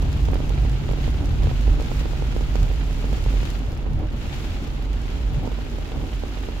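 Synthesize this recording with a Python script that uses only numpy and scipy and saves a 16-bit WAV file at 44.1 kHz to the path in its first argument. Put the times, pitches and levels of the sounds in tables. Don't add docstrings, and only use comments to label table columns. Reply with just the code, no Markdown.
import sys
import numpy as np
from scipy import signal
from scipy.fft import rfft, irfft, next_fast_len
from scipy.io import wavfile

SR = 44100
rng = np.random.default_rng(int(sys.argv[2]) if len(sys.argv) > 2 else 0)


def waveform_to_disk(signal):
    frames = np.transpose(np.atleast_2d(signal))
    scaled = np.clip(frames, -1, 1) * 32767
    samples = np.round(scaled).astype(np.int16)
    wavfile.write(sys.argv[1], SR, samples)


N = 291060
TIME = np.arange(N) / SR


# (frequency [Hz], bandwidth [Hz], gain [dB])
ROOF_MODES = [(234.5, 31.7, 0.5), (273.7, 28, 0), (334.6, 38.5, -4), (415, 77, -9), (574.5, 48, -12.5),
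              (753, 170, -15.5), (1270, 83, -29)]
def roof_drumming(start_db=-36.5, fade_db_per_s=-0.44):
    shared = drops(per_s=300, spread_db=2.4, scatter_db=11)
    drum = 0
    for mode in ROOF_MODES:
        patch = drops(per_s=290, spread_db=3.0, scatter_db=8.5) * rng.choice([-1, 1], N)
        drum = drum + resonate(0.45 * shared + patch, [mode])
    return butter(from_db(start_db + fade_db_per_s * TIME) * rms_one(drum) * pan(-2.5), 1120)


# (frequency [Hz], bandwidth [Hz], gain [dB])
PANEL_MODES = [(138, 67, -14), (261, 63, 14), (430, 100, 11), (612, 35, -20), (770, 39, -2.5)]
# (time [s], relative level [dB])
PANEL_HITS = [(0.027, -26), (0.286, -21), (0.333, -21.5), (0.356, -22), (0.403, -25), (0.504, -26),
              (0.65, -26.5), (0.891, -21.5), (0.912, -24.5), (0.934, -25), (0.985, -27.5), (1.078, -23),
              (1.43, -28), (1.442, -26), (1.471, -23.5), (1.513, -23), (1.678, -21.5), (1.799, -24),
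              (1.817, -25), (1.916, -23), (2.012, -25.5), (2.056, -23), (2.133, -25), (2.223, -22.5),
              (2.364, -20.5), (2.409, -26), (2.555, -19.5), (2.714, -25.5), (3.042, -24), (3.129, -23),
              (3.262, -24.5), (3.34, -26), (3.43, -26), (3.865, -27), (5.475, -21.5), (5.517, -27),
              (5.588, -27), (5.785, -26.5), (5.919, -29), (6.04, -28), (6.236, -23.5), (6.487, -24.5)]
def fat_drops():
    hits = from_db(-34.5) * drops(per_s=11, spread_db=-1.5, scatter_db=2.5)[0]
    for s, db in PANEL_HITS:
        hits[int(s * SR)] = from_db(db)
    push = butter(signal.unit_impulse(SR), 1020, order=4)
    knock = resonate(push, PANEL_MODES)
    thud = from_db(2.5) * signal.fftconvolve(hits, knock / np.abs(knock).max())[:N]
    echoes = np.zeros((2, SR // 10))
    for side in echoes:
        lags_s = rng.uniform(0.00325, 0.025, size=12)
        side[(lags_s * SR).astype(int)] = rng.choice([-1, 1], size=12) * np.exp(-lags_s / 0.0078)
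    cabin = signal.fftconvolve(butter(thud, 1300)[None], echoes, axes=1)[:, :N]
    snap = butter(colour(splash(hits, decay_s=0.0019), WET_GLASS_EQ), 7700)
    return (thud + from_db(-8) * snap) * pan(-26) + from_db(-9.5) * cabin


# (time [s], level [dB])
GLASS_RIDE = [(0.05, -47), (1.39, -47.5), (1.64, -44.5), (1.77, -47.5), (2.01, -43), (2.04, -46),
              (2.91, -46.5), (3.51, -44), (3.53, -46.5), (3.89, -54), (4.12, -53.5), (4.21, -47),
              (4.36, -44.5), (4.88, -50.5), (5.17, -46.5), (5.19, -49), (6.51, -47.5), (6.55, -48.5)]
# (time [s], lift [dB])
GUST_CUES = [(1.05, 3), (2.6, 1), (3.15, 0.5), (3.47, 0)]
def windshield_wash():
    ride_db = in_time(GLASS_RIDE) + sum(db * swell(s, width_s=0.039) for s, db in GUST_CUES)
    swell_db = ride_db - ride_db.mean()
    wash = butter(wet_glass(), 5000, order=4)
    spray = rms_one(butter(wet_glass(), 5000, order=4, kind="high"))
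    dull = butter(wash, 1000, order=1)
    wash = dull * from_db(0.063 * swell_db) + (wash - dull) * from_db(swell_db)
    spray = spray * from_db(1.26 * swell_db)
    return from_db(ride_db.mean()) * (from_db(2) * wash + from_db(-8.5) * spray)


# (frequency [Hz], gain [dB])
WET_GLASS_EQ = [(200, -11), (600, -1.5), (820, 2), (1080, -1.5), (1350, 1.5), (1750, -1.5), (2800, 0),
                (4000, -5), (5700, -11), (7200, -12), (8400, -21.5), (10000, -21.5), (12000, -19),
                (13500, -24.5)]
def wet_glass():
    hiss = rms_one(colour(stereo_noise(side_db=1.0), WET_GLASS_EQ))
    hits = drops(per_s=320, spread_db=3.5, scatter_db=8.0)
    patter = rms_one(colour(splash(hits, decay_s=0.0095), WET_GLASS_EQ))
    return rms_one(hiss + from_db(-1.5) * patter)


# (time [s], relative level [dB], leftward pan before widening [dB])
GLASS_HITS = [(0.025, -36, -1.5), (0.1288, -36, -3), (0.2538, -35, -4), (0.3436, -33.5, -3.5),
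              (0.4943, -36, -2), (0.696, -38, -2), (0.914, -39, -5), (1.2573, -36, 0.0), (1.434, -34, -2),
              (1.61, -38, 0.5), (1.8074, -36.5, -0.5), (2.5563, -34, -3), (2.6308, -34.5, -1.0),
              (3.2405, -38, 3), (3.4538, -32, 6), (3.5028, -35, 8), (3.719, -40, -5), (4.6748, -40, 11)]
# (frequency [Hz], gain [dB])
TICK_EQ = [(800, 10), (3000, 8), (7000, 5), (8600, -4), (12000, -2.5), (16000, -11)]
def hard_drops(trim_db=-2, widening=1.6):
    hits = np.zeros((2, N))
    for s, db, left_db in GLASS_HITS:
        hits[:, int(s * SR)] = from_db(db + trim_db) * pan(widening * left_db)[:, 0]
    hits += from_db(-54) * drops(per_s=42, spread_db=3.0, scatter_db=14)
    crack = from_db(9.5) * hits + from_db(2) * splash(hits, decay_s=0.0006)
    tail = from_db(-7) * splash(hits, decay_s=0.005)
    tiny = drops(per_s=16, spread_db=4.0, scatter_db=8)
    sparkle = butter(tiny, 11000, order=4, kind="high")
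    return colour(crack + tail, TICK_EQ) + from_db(-44) * sparkle


# (time [s], level [dB])
WIPER_CUES = [(.33, -34), (1.23, -30.5), (1.73, -32.5), (2.63, -35), (3.15, -40), (4.02, -31.5),
              (5.34, -35), (5.45, -30), (5.95, -31.5), (6.04, -34)]
# (frequency [Hz], bandwidth [Hz], gain [dB])
LINKAGE_MODES = [(90.5, 24, 3.5), (122, 12, -4), (253.4, 53, 0.5), (510, 190, -18), (750, 11, -5.5)]
def wipers():
    turning = sum(from_db(db) * swell(s, width_s=0.03) for s, db in WIPER_CUES)
    shudder = rms_one(resonate(stereo_noise(side_db=-8.5), LINKAGE_MODES))
    return butter(turning * shudder * pan(-1.5), 760)


# (time [s], relative level [dB])
BOOM_RIDE = [(0, -22.5), (1.5, -24), (3.4, -23), (3.75, -31.5), (5.15, -24), (5.7, -29), (6.6, -28.5)]
# (time [s], boom lift [dB], rumble and drone lift [dB])
BUMP_CUES = [(.05, -0.5, 3), (.27, 2.5, 1.5), (.63, 8, 2), (1.11, 5.5, 1), (1.31, 6, 2.5), (1.46, 5.5, 5),
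             (1.70, 9, 0), (2.62, 5, 4.5), (3.27, 1.5, 2), (3.96, 5, 8), (5.37, 2.5, 11), (6.0, 0, 7.5)]
def road_bed(stop_s=8.3):
    speed_db = 20 * np.log10(np.maximum(1 - TIME / stop_s, 0.01))
    heave_db = sum(db * swell(s, width_s=0.045) for s, db, _ in BUMP_CUES)
    jolt_db = sum(db * swell(s, width_s=0.045) for s, _, db in BUMP_CUES)
    boom = from_db(1 + in_time(BOOM_RIDE) + heave_db) * cabin_boom()
    rumble = from_db(-27 + 0.74 * speed_db + jolt_db) * body_rumble()
    drone = from_db(-31.5 + 1.12 * speed_db + jolt_db) * tyre_drone()
    return boom + rumble + drone


def cabin_boom(hz=45.64, width_hz=15.6, compression=0.37):
    mode = [(hz, width_hz, 0)]
    throb = resonate(resonate(rng.standard_normal(N + SR), mode), mode)
    envelope = np.abs(signal.hilbert(throb))
    return rms_one(throb / envelope ** compression)[SR:] * pan(-3.4)


# (frequency [Hz], gain [dB])
BODY_EQ = [(15, -26), (25, 9), (36, -20), (58, 1.5), (80, 5), (106, -1), (130, -6.5), (165, -9), (200, -12),
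           (300, -26), (700, -70)]
def body_rumble():
    return rms_one(colour(stereo_noise(side_db=-7.5), BODY_EQ)) * pan(1.0)


# (frequency [Hz], bandwidth [Hz], gain [dB])
TYRE_MODES = [(122.9, 18.4, -1.5), (141.15, 21.6, 0.5)]
def tyre_drone():
    drone = 0
    for hz, width_hz, db in TYRE_MODES:
        mode = [(hz, width_hz, 0)]
        drone = drone + from_db(db) * resonate(resonate(stereo_noise(side_db=-19), mode), mode)
    return rms_one(drone)


def drops(per_s, spread_db, scatter_db):
    at = np.flatnonzero(rng.random(N) < per_s / SR)
    sizes = from_db(spread_db * np.minimum(rng.exponential(1, N), 4))
    places = rng.standard_normal(N)
    out = np.zeros((2, N))
    out[:, at] = sizes[at] * pan(scatter_db * places[at])
    return out


def splash(impacts, decay_s):
    power = signal.lfilter([1], [1, -np.exp(-2 / (decay_s * SR))], impacts ** 2 + 1e-18)
    return np.sqrt(power) * rng.standard_normal((2, N))


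def stereo_noise(side_db):
    mid, side = rng.standard_normal((2, N))
    return mid + from_db(side_db) * side * np.array([[1], [-1]])


def resonate(x, modes):
    out = 0
    for hz, width_hz, db in modes:
        r = np.exp(-np.pi * width_hz / SR)
        ring = signal.lfilter([1, 0, -1], [1, -2 * r * np.cos(2 * np.pi * hz / SR), r * r], x + 1e-18)
        out = out + from_db(db) * (1 - r * r) / 2 * ring
    return out


def colour(x, eq):
    size = 2 * next_fast_len(N // 2 + SR // 2)
    hz, db = np.transpose(eq)
    bins_hz = np.maximum(np.arange(size // 2 + 1) * SR / size, 1)
    gains = from_db(np.interp(np.log(bins_hz), np.log(hz), db))
    cepstrum = irfft(np.log(gains))
    cepstrum[1:size // 2] *= 2
    cepstrum[size // 2 + 1:] = 0
    return irfft(rfft(x, size) * np.exp(rfft(cepstrum)))[..., :N]


def butter(x, hz, order=2, kind="low"):
    return signal.sosfilt(signal.butter(order, hz, kind, fs=SR, output="sos"), x + 1e-18)


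def swell(s, width_s):
    return np.exp(-0.5 * ((TIME - s) / width_s) ** 2)


def in_time(ride):
    return np.interp(TIME, *np.transpose(ride))


def pan(left_db):
    gains = from_db(np.array([[0.5], [-0.5]]) * left_db)
    return gains / gains.mean(axis=0)


def rms_one(x):
    return x / np.sqrt(np.mean(np.atleast_2d(x).mean(axis=0) ** 2) + 1e-20)


def from_db(db):
    return 10 ** (np.asarray(db) / 20)


def scene():
    below = road_bed()
    above = roof_drumming() + fat_drops()
    ahead = windshield_wash() + hard_drops() + wipers()
    return below + above + ahead


def record(dry):
    return signal.sosfilt(signal.ellip(12, 0.1, 80, 15800, fs=SR, output="sos"), dry)


dry = scene()
out = record(dry)
waveform_to_disk(out)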